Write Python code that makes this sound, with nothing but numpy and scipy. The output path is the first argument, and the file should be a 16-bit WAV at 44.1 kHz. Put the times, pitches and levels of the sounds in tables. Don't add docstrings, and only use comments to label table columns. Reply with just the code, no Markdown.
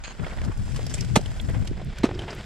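import sys
import numpy as np
from scipy import signal
from scipy.fft import rfft, irfft, next_fast_len
from scipy.io import wavfile

SR = 44100
rng = np.random.default_rng(int(sys.argv[2]) if len(sys.argv) > 2 else 0)


def persist_wave(psi):
    counts = np.round(np.clip(psi, -1, 1) * 32767).astype(np.int16)
    wavfile.write(sys.argv[1], SR, np.atleast_2d(counts).T)


N = 108045

# (time [s], level [dB])
GUST_GROUPS = [
    [(0.0, -54), (0.16, -76), (0.164, -57), (0.204, -28), (0.356, -58), (0.38, -33), (0.498, -26),
     (0.538, -74), (0.564, -40.5), (0.6, -30)],
    [(0.61, -32.5), (0.654, -39), (0.758, -30.5), (0.822, -42), (0.838, -31), (0.954, -33), (0.964, -44),
     (1.01, -24), (1.038, -35), (1.13, -26)],
    [(1.21, -31), (1.41, -40.5), (1.424, -30), (1.628, -25.5), (1.666, -39.5), (1.716, -26), (1.766, -41.5),
     (1.892, -25.5), (1.94, -70), (2.0, -36)],
    [(2.1, -38.5), (2.236, -37.5), (2.28, -51), (2.312, -47), (2.406, -39), (2.43, -57), (2.45, -32)],
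]
# (frequency [Hz], relative density [dB])
WIND_SPECTRUM = [(24, -20), (40, -3), (124, -8), (409, -37), (500, -41), (620, -79.5)]
# (time [s], level [dB])
DEEP_RUMBLE = [(0, -36), (.15, -42.5), (.4, -29.5), (1., -33), (1.5, -31.5), (1.9, -32.5), (2.45, -39)]
# (time [s], left minus right [dB])
GUST_BALANCE = [(0, -17), (.1, 5), (.22, 18.5), (.33, -14), (.5, 17), (1.1, 11), (1.6, 8.5), (1.7, -0.5),
                (2., -17)]
# (time [s], peak [dB], frequency [Hz], left minus right [dB])
WIND_PUFFS = [(1.7123, -15, 129.6, -8)]
# (frequency [Hz], side against mid [dB])
SIDE_SPECTRUM = [(250, -15.5), (700, -6.5), (1300, -2), (2600, -7.5), (4000, -6.5), (5500, -2), (9000, 1.5),
                 (15000, 0)]
# (frequency [Hz], left minus right [dB])
PORT_TILT = [(250, 0.5), (700, -2.5), (1400, -3), (2500, 0.5), (7000, -2.5), (9500, 6), (14000, 8.5)]
# (time [s], low mids [dB], mids [dB], high mids [dB], treble [dB])
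RUSTLE_LEVELS = [(0.0, -56.5, -54.5, -60.5, -69), (0.349, -39, -43.5, -50.5, -58.5),
                 (0.49, -53.5, -51, -59, -63), (0.7, -48, -60.5, -54.5, -56.5),
                 (0.87, -45.5, -62.5, -51, -58), (1.56, -48, -52.5, -56, -58.5),
                 (1.76, -43.5, -66.5, -54.5, -68), (2.01, -45.5, -61, -50, -68),
                 (2.18, -43, -49, -50, -63.5), (2.45, -49, -56.5, -49, -61.5)]
# (frequency [Hz], relative density [dB])
RUSTLE_SPECTRUM = [(120, 32.5), (200, 18), (263, 5.5), (596, -1), (1130, -16.5), (1840, -19.5),
                   (5910, -33.5), (7480, -30.5), (13200, -48), (15500, -61)]
# (low mids [dB], mids [dB], high mids [dB], treble [dB])
FLICKER_DEPTHS_DB = (2.35, 3.7, 1.5, 1.15)
# (frequency [Hz], width [octaves], gain [dB])
ICE_HOLLOWS = [(1480, 0.08, 3), (3300, 0.08, 3), (5100, 0.1, 4), (7600, 0.03, 4)]
# (time [s], level [dB])
TUMBLE_LEVELS = [(2.055, -41), (2.08, -46), (2.139, -36.5), (2.24, -43), (2.33, -45), (2.4, -51.5)]
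# (start [s], length [s], level [dB])
METAL_STROKES = [(0.036, 0.022, -41), (0.07, 0.0088, -46), (0.094, 0.019, -47.5)]
# (frequency [Hz], width [Hz], gain [dB])
METAL_MODES = [(1600, 530, 3.5), (2640, 900, 10), (4150, 320, 7), (6560, 150, 12.5), (7200, 220, -7)]
# (time [s], level before filter [dB], centre [Hz])
CHIP_TICKS = [(0.576, -38, 5960), (1.4136, -37, 7600), (1.497, -41, 7240), (1.5953, -45, 7100),
              (1.6532, -43, 8450), (1.847, -43.5, 7500), (1.9868, -40, 8700), (2.3496, -42, 10700)]
# (time [s], level [dB], centre [Hz], treble [dB], low body [dB], noise t60 [s])
SMALL_CRUNCHES = [(0.194, -37.5, 1420, -73, -33.5, 0.042), (0.2445, -31.5, 1907, -62, -47, 0.033),
                  (0.264, -30, 1460, -50, -25.5, 0.022), (0.3107, -33, 2180, -67, -40, 0.023),
                  (0.384, -31, 1530, -74, -33, 0.021), (0.4144, -35.5, 1840, -44.5, -36, 0.028),
                  (0.433, -55, 1000, -60, -30, 0.025), (0.4468, -49, 1370, -42, -35, 0.052),
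                  (0.677, -46, 900, -50, -34.5, 0.036), (0.7201, -40, 2510, -44, -54, 0.023),
                  (0.7595, -39.5, 1170, -39, -45, 0.069), (0.7902, -40.5, 610, -46, -24.5, 0.029),
                  (0.8654, -44, 5770, -26, -30.5, 0.015), (0.8941, -47, 5900, -46.5, -54, 0.19),
                  (0.938, -35.5, 7600, -36, -38, 0.076), (0.9793, -40, 2450, -47, -45, 0.16),
                  (1.0068, -36.5, 5530, -33.5, -71, 0.036), (1.0462, -41, 1440, -36, -41, 0.022),
                  (1.192, -52, 895, -60, -23, 0.02), (1.212, -52, 800, -39, -34.5, 0.024),
                  (1.2582, -35.5, 3150, -40, -40, 0.024), (1.3971, -27, 3440, -48, -36.5, 0.019),
                  (1.4854, -40, 1830, -55, -35, 0.13), (1.5425, -40.5, 2050, -63, -34.5, 0.15),
                  (1.6719, -34, 2940, -38.5, -54, 0.043), (1.795, -41, 2050, -62, -34.5, 0.069),
                  (1.8152, -66, 900, -61, -31.5, 0.026), (1.9834, -31, 1510, -33, -58, 0.017),
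                  (2.0891, -34, 820, -69, -23, 0.027), (2.11, -31.5, 2070, -60, -22, 0.022),
                  (2.147, -39, 5100, -47, -46, 0.017), (2.1904, -28, 3110, -38, -26, 0.028),
                  (2.218, -35.5, 3120, -42, -30, 0.017), (2.2781, -36, 830, -65, -37, 0.14),
                  (2.3044, -32, 5170, -48, -46, 0.026), (2.3272, -38.5, 1250, -48, -35, 0.063)]
# (frequency [Hz], width [Hz], gain [dB])
ICE_MODES = [(470, 220, 4), (625, 250, 3.5), (876, 90, 4), (1240, 250, -2), (2435, 1640, -4),
             (3230, 69, -8), (3880, 400, -6.5), (5500, 300, -12), (6040, 1800, -11.5), (7780, 180, -3.5)]
# (bite start [s], rise [s], length [s], t60 [s], drive into the modes [dB],
#   brightness [dB per octave], top edge [Hz], thud start [s], thud pitch [Hz], thud level [dB],
#   thud t60 [s], thud bass edge [Hz], thud rise [s])
HARD_BLOWS = [(1.1558, 0.0027, 0.0096, 0.06, -9, -0.5, 9100, 1.1675, 181, 4.5, 0.019, 49, 0.006),
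              (2.0318, 0.0034, 0.011, 0.085, -13, -1, 5500, 2.0392, 249, 3, 0.021, 150, 0.0038)]

DEEP_EDGE_HZ, LUMP_DB, LUMPS_PER_S = 67.8, 1.5, 23
TURN_RAD, TURNS_PER_S, SMEAR_STEP_RAD = 2.6, 18.6, 0.17
RUSTLE_BANDS_HZ = [(230, 950), (950, 1800), (1800, 5000), (5000, 30000)]
RUSTLE_GRIT_DB, OWN_FLICKER_RATIO = 2.0, 0.4
CRUMBS_PER_S, CRUMB_DB, CRUMB_SPREAD_DB, CRUMB_DECAY_CYCLES = 120, -12, 3.5, 4.7
TUMBLE_HZ, TUMBLE_WIDTH_HZ = 356, 91
METAL_TOP_HZ = 8300
TICK_T60_S, TICK_WIDTH_OCT = 0.015, 0.57
CRUNCH_RISE_S, CRUNCH_GRIT_DB = 0.0031, 2.5
PING_DB, PING_T60_S, BROAD_DB = -2, 0.025, -4
KNOCK_DB, KNOCK_HZ = -3.5, 522
THUD_BEND_EXPONENT, OVERTONE_RATIO, OVERTONE_DB = 1.31, 1.95, -13
BITE_LOW_HZ = 316
NARROW_SPAN_S, NARROW_DB, NARROW_EDGE_HZ, NARROW_TOP_DB = (1.68, 2.35), -28, 4770, -14.5
MIC_TOP_HZ, EDGE_HZ = 15200, 15800


def amp(db):
    return 10 ** (np.asarray(db) / 20)


def evened(x):
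    return x / np.sqrt(np.mean(x ** 2) + 1e-20)


def read(points, hz):
    f, value = np.transpose(points)
    return np.interp(np.log(hz + 1), np.log(f + 1), value)


def over_time(s, value):
    return np.interp(np.arange(N) / SR, s, value)


def colour(x, gain):
    size = next_fast_len(x.shape[-1] + 2048)
    spectrum = rfft(x, size) * gain(np.fft.rfftfreq(size, 1 / SR))
    return irfft(spectrum, size)[..., :x.shape[-1]]


def low_pass(hz, edge_hz, power):
    return 1 / (1 + (hz / edge_hz) ** power)


def low_cut(hz, edge_hz, power):
    return 1 / (1 + (edge_hz / (hz + 1)) ** power)


def hump(hz, centre_hz, octaves):
    return np.exp(-.5 * (np.log2((hz + 1) / centre_hz) / octaves) ** 2)


def rings(hz, modes):
    return sum(amp(db) / (1 + 2j * (hz - f) / width) for f, width, db in modes)


def hollows(hz):
    return amp(sum(db * hump(hz, f, octaves) for f, octaves, db in ICE_HOLLOWS))


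def add(mix, s, sound):
    part = mix[..., round(s * SR):][..., :sound.shape[-1]]
    part += sound[..., :part.shape[-1]]


def slow(per_s):
    return evened(colour(rng.standard_normal(N), lambda hz: low_pass(hz, per_s, 4)))


def grit(count, grit_db):
    size = np.repeat(rng.exponential(1, count // 12 + 1), 12)[:count]
    return evened(rng.standard_normal(count) * amp(grit_db * size))


def wind():
    gust_db = over_time(*np.transpose(sum(GUST_GROUPS, [])))
    balance_db = over_time(*np.transpose(GUST_BALANCE))
    deep_db = over_time(*np.transpose(DEEP_RUMBLE))
    out = []
    for share in (.5, -.5):
        lumps = rng.standard_normal(N) * amp(LUMP_DB * slow(LUMPS_PER_S))
        gust = evened(colour(lumps, lambda f: amp(read(WIND_SPECTRUM, f)) * low_cut(f, DEEP_EDGE_HZ, 4)))
        deep = evened(colour(rng.standard_normal(N), lambda f: hump(f, DEEP_EDGE_HZ / 2, 0.88)))
        out.append(gust * amp(gust_db + share * balance_db) + deep * amp(deep_db))
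    out = np.array(out)
    for s, db, hz, pan_db in WIND_PUFFS:
        t = np.arange(0, 0.5 / hz, 1 / SR)
        puff = np.sin(2 * np.pi * hz * t) * np.hanning(len(t))
        add(out, s, amp(db + pan_db * np.array([[.5], [-.5]])) * puff)
    return out


def ports(x):
    steps_rad = np.cumsum(SMEAR_STEP_RAD * rng.standard_normal(2000))
    steps_hz = np.linspace(0, SR / 2, len(steps_rad))
    side = colour(x, lambda f: amp(read(SIDE_SPECTRUM, f)) * np.exp(1j * np.interp(f, steps_hz, steps_rad)))
    turn = np.exp(1j * TURN_RAD * slow(TURNS_PER_S))
    side = (signal.hilbert(side, next_fast_len(N))[:N] * turn).real
    return np.array([colour(x, lambda f: amp(k * read(PORT_TILT, f) / 2)) + k * side for k in (1, -1)])


def rustle():
    s, *levels_db = np.transpose(RUSTLE_LEVELS)
    grains, shared = grit(N, RUSTLE_GRIT_DB), slow(35)
    out = np.zeros(N)
    for (lo, hi), level_db, depth_db in zip(RUSTLE_BANDS_HZ, levels_db, FLICKER_DEPTHS_DB):
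        def tone(f):
            band_gain = np.sqrt(low_cut(f, lo, 8) * low_pass(f, hi, 8))
            return amp(read(RUSTLE_SPECTRUM, f)) * hollows(f) * band_gain

        flicker = shared + OWN_FLICKER_RATIO * slow(20)
        band = colour(grains * amp(depth_db * flicker), tone)
        out += evened(band) * amp(over_time(s, level_db))
    return out


def crumbs():
    size = amp(CRUMB_SPREAD_DB * np.minimum(rng.exponential(1, N), 4))
    size *= rng.random(N) < CRUMBS_PER_S / SR
    kind = rng.integers(0, 16, N)
    t, out = np.arange(600) / SR, np.zeros(N)
    for k, hz in enumerate(np.geomspace(700, 6000, 16)):
        crumb = np.sin(2 * np.pi * hz * t) * np.exp(-hz * t / CRUMB_DECAY_CYCLES) * (700 / hz) ** .5
        out += signal.oaconvolve(size * (kind == k), crumb)[:N]
    s, _, mids_db, high_mids_db, _ = np.transpose(RUSTLE_LEVELS)
    return evened(out) * amp(CRUMB_DB + over_time(s, (mids_db + high_mids_db) / 2))


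def tumble():
    s, db = np.transpose(TUMBLE_LEVELS)
    noise = rng.standard_normal(N)
    x = evened(colour(noise, lambda hz: 1 / (1 + (2 * (hz - TUMBLE_HZ) / TUMBLE_WIDTH_HZ) ** 2)))
    return x * amp(np.interp(np.arange(N) / SR, s, db, -90, -90))


def stroke(start_s, length_s, db):
    t = np.arange(0, length_s + 0.016, 1 / SR)
    shape = np.minimum(t / 0.002, 1) * amp(-60 * np.maximum(t - length_s, 0) / 0.072)
    slips = shape * grit(4000, grit_db=3.0)[:len(t)]
    ringing = colour(slips, lambda hz: rings(hz, METAL_MODES) * low_pass(hz, METAL_TOP_HZ, 10))
    return start_s, amp(db) * evened(ringing)


def tick(start_s, db, hz):
    t = np.arange(-.002, .03, 1 / SR)
    snap = (t > 0) * amp(db - 60 * t / TICK_T60_S) * rng.standard_normal(len(t))
    return start_s - .002, colour(snap, lambda f: hump(f, hz, TICK_WIDTH_OCT))


def crunch(start_s, db, hz, treble_db, body_db, t60_s):
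    t = np.arange(-.004, .09, 1 / SR)
    rise = np.clip(t / CRUNCH_RISE_S, 0, 1)
    grains = rise * amp(-60 * np.maximum(t, 0) / t60_s) * grit(len(t), CRUNCH_GRIT_DB)
    parts = [(db, lambda f: amp(BROAD_DB) * hump(f, 2180, 0.49) + hump(f, hz, 0.18)),
             (treble_db, lambda f: hump(f, 5170, 0.62)),
             (body_db, lambda f: hump(f, 432, 0.8))]
    grid_hz = np.linspace(0, SR / 2, 500)

    def tone(f):
        return hollows(f) * sum(amp(d) * p(f) / np.sqrt(np.mean(p(grid_hz) ** 2)) for d, p in parts)

    ping = rise * amp(db + PING_DB - 60 * t / PING_T60_S) * np.sin(2 * np.pi * hz * t)
    knock_shape = np.exp(-.5 * ((t - CRUNCH_RISE_S) * KNOCK_HZ * 2) ** 2)
    knock = amp(body_db + KNOCK_DB) * np.sin(2 * np.pi * KNOCK_HZ * t) * knock_shape
    return start_s - .004, ping + knock + colour(grains, tone)


def blow(start_s, rise_s, length_s, t60_s, db, slope_db, top_hz,
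         thud_s, thud_hz, thud_db, thud_t60_s, bass_edge_hz, thud_rise_s):
    t = np.arange(0, .12, 1 / SR)
    shape = np.minimum(t / rise_s, 1) * amp(-60 * np.maximum(t - length_s, 0) / t60_s)

    def tone(hz):
        slope = amp(slope_db * np.log2((hz + 100) / 1000))
        return rings(hz, ICE_MODES) * slope * low_pass(hz, top_hz, 3) * low_cut(hz, BITE_LOW_HZ, 4)

    bite = amp(db) * colour(shape * grit(len(t), grit_db=2.5), tone)

    u = np.maximum(t + start_s - thud_s, 0)
    onset = np.sin(np.pi / 2 * np.minimum(u / thud_rise_s, 1)) ** 2
    overtone = amp(OVERTONE_DB) * np.sin(2 * np.pi * OVERTONE_RATIO * thud_hz * u)
    swing = onset * (np.sin(2 * np.pi * thud_hz * u) + overtone)
    decay = amp(thud_db - 60 * (u / thud_t60_s) ** THUD_BEND_EXPONENT)
    thud = colour(decay * swing, lambda hz: 1 - low_pass(hz, bass_edge_hz, 4))
    return start_s, bite - thud


def scene():
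    near = rustle() + crumbs() + tumble()
    for play, rows in ((stroke, METAL_STROKES), (tick, CHIP_TICKS), (crunch, SMALL_CRUNCHES), (blow, HARD_BLOWS)):
        for row in rows:
            add(near, *play(*row))
    return ports(near) + wind()


def record(dry):
    mid, side = (dry[0] + dry[1]) / 2, (dry[0] - dry[1]) / 2
    shut = over_time(NARROW_SPAN_S, (0, 1))
    low = colour(side, lambda f: low_pass(f, NARROW_EDGE_HZ, 8))
    side = low * amp(NARROW_DB * shut) + (side - low) * amp(NARROW_TOP_DB * shut)
    both = colour(np.array([mid + side, mid - side]), lambda f: low_pass(f, MIC_TOP_HZ, 12))
    edge = signal.firwin(511, EDGE_HZ, window=("kaiser", 9), fs=SR)
    return signal.oaconvolve(both, edge[None], "same")


dry = scene()
out = record(dry)
persist_wave(out)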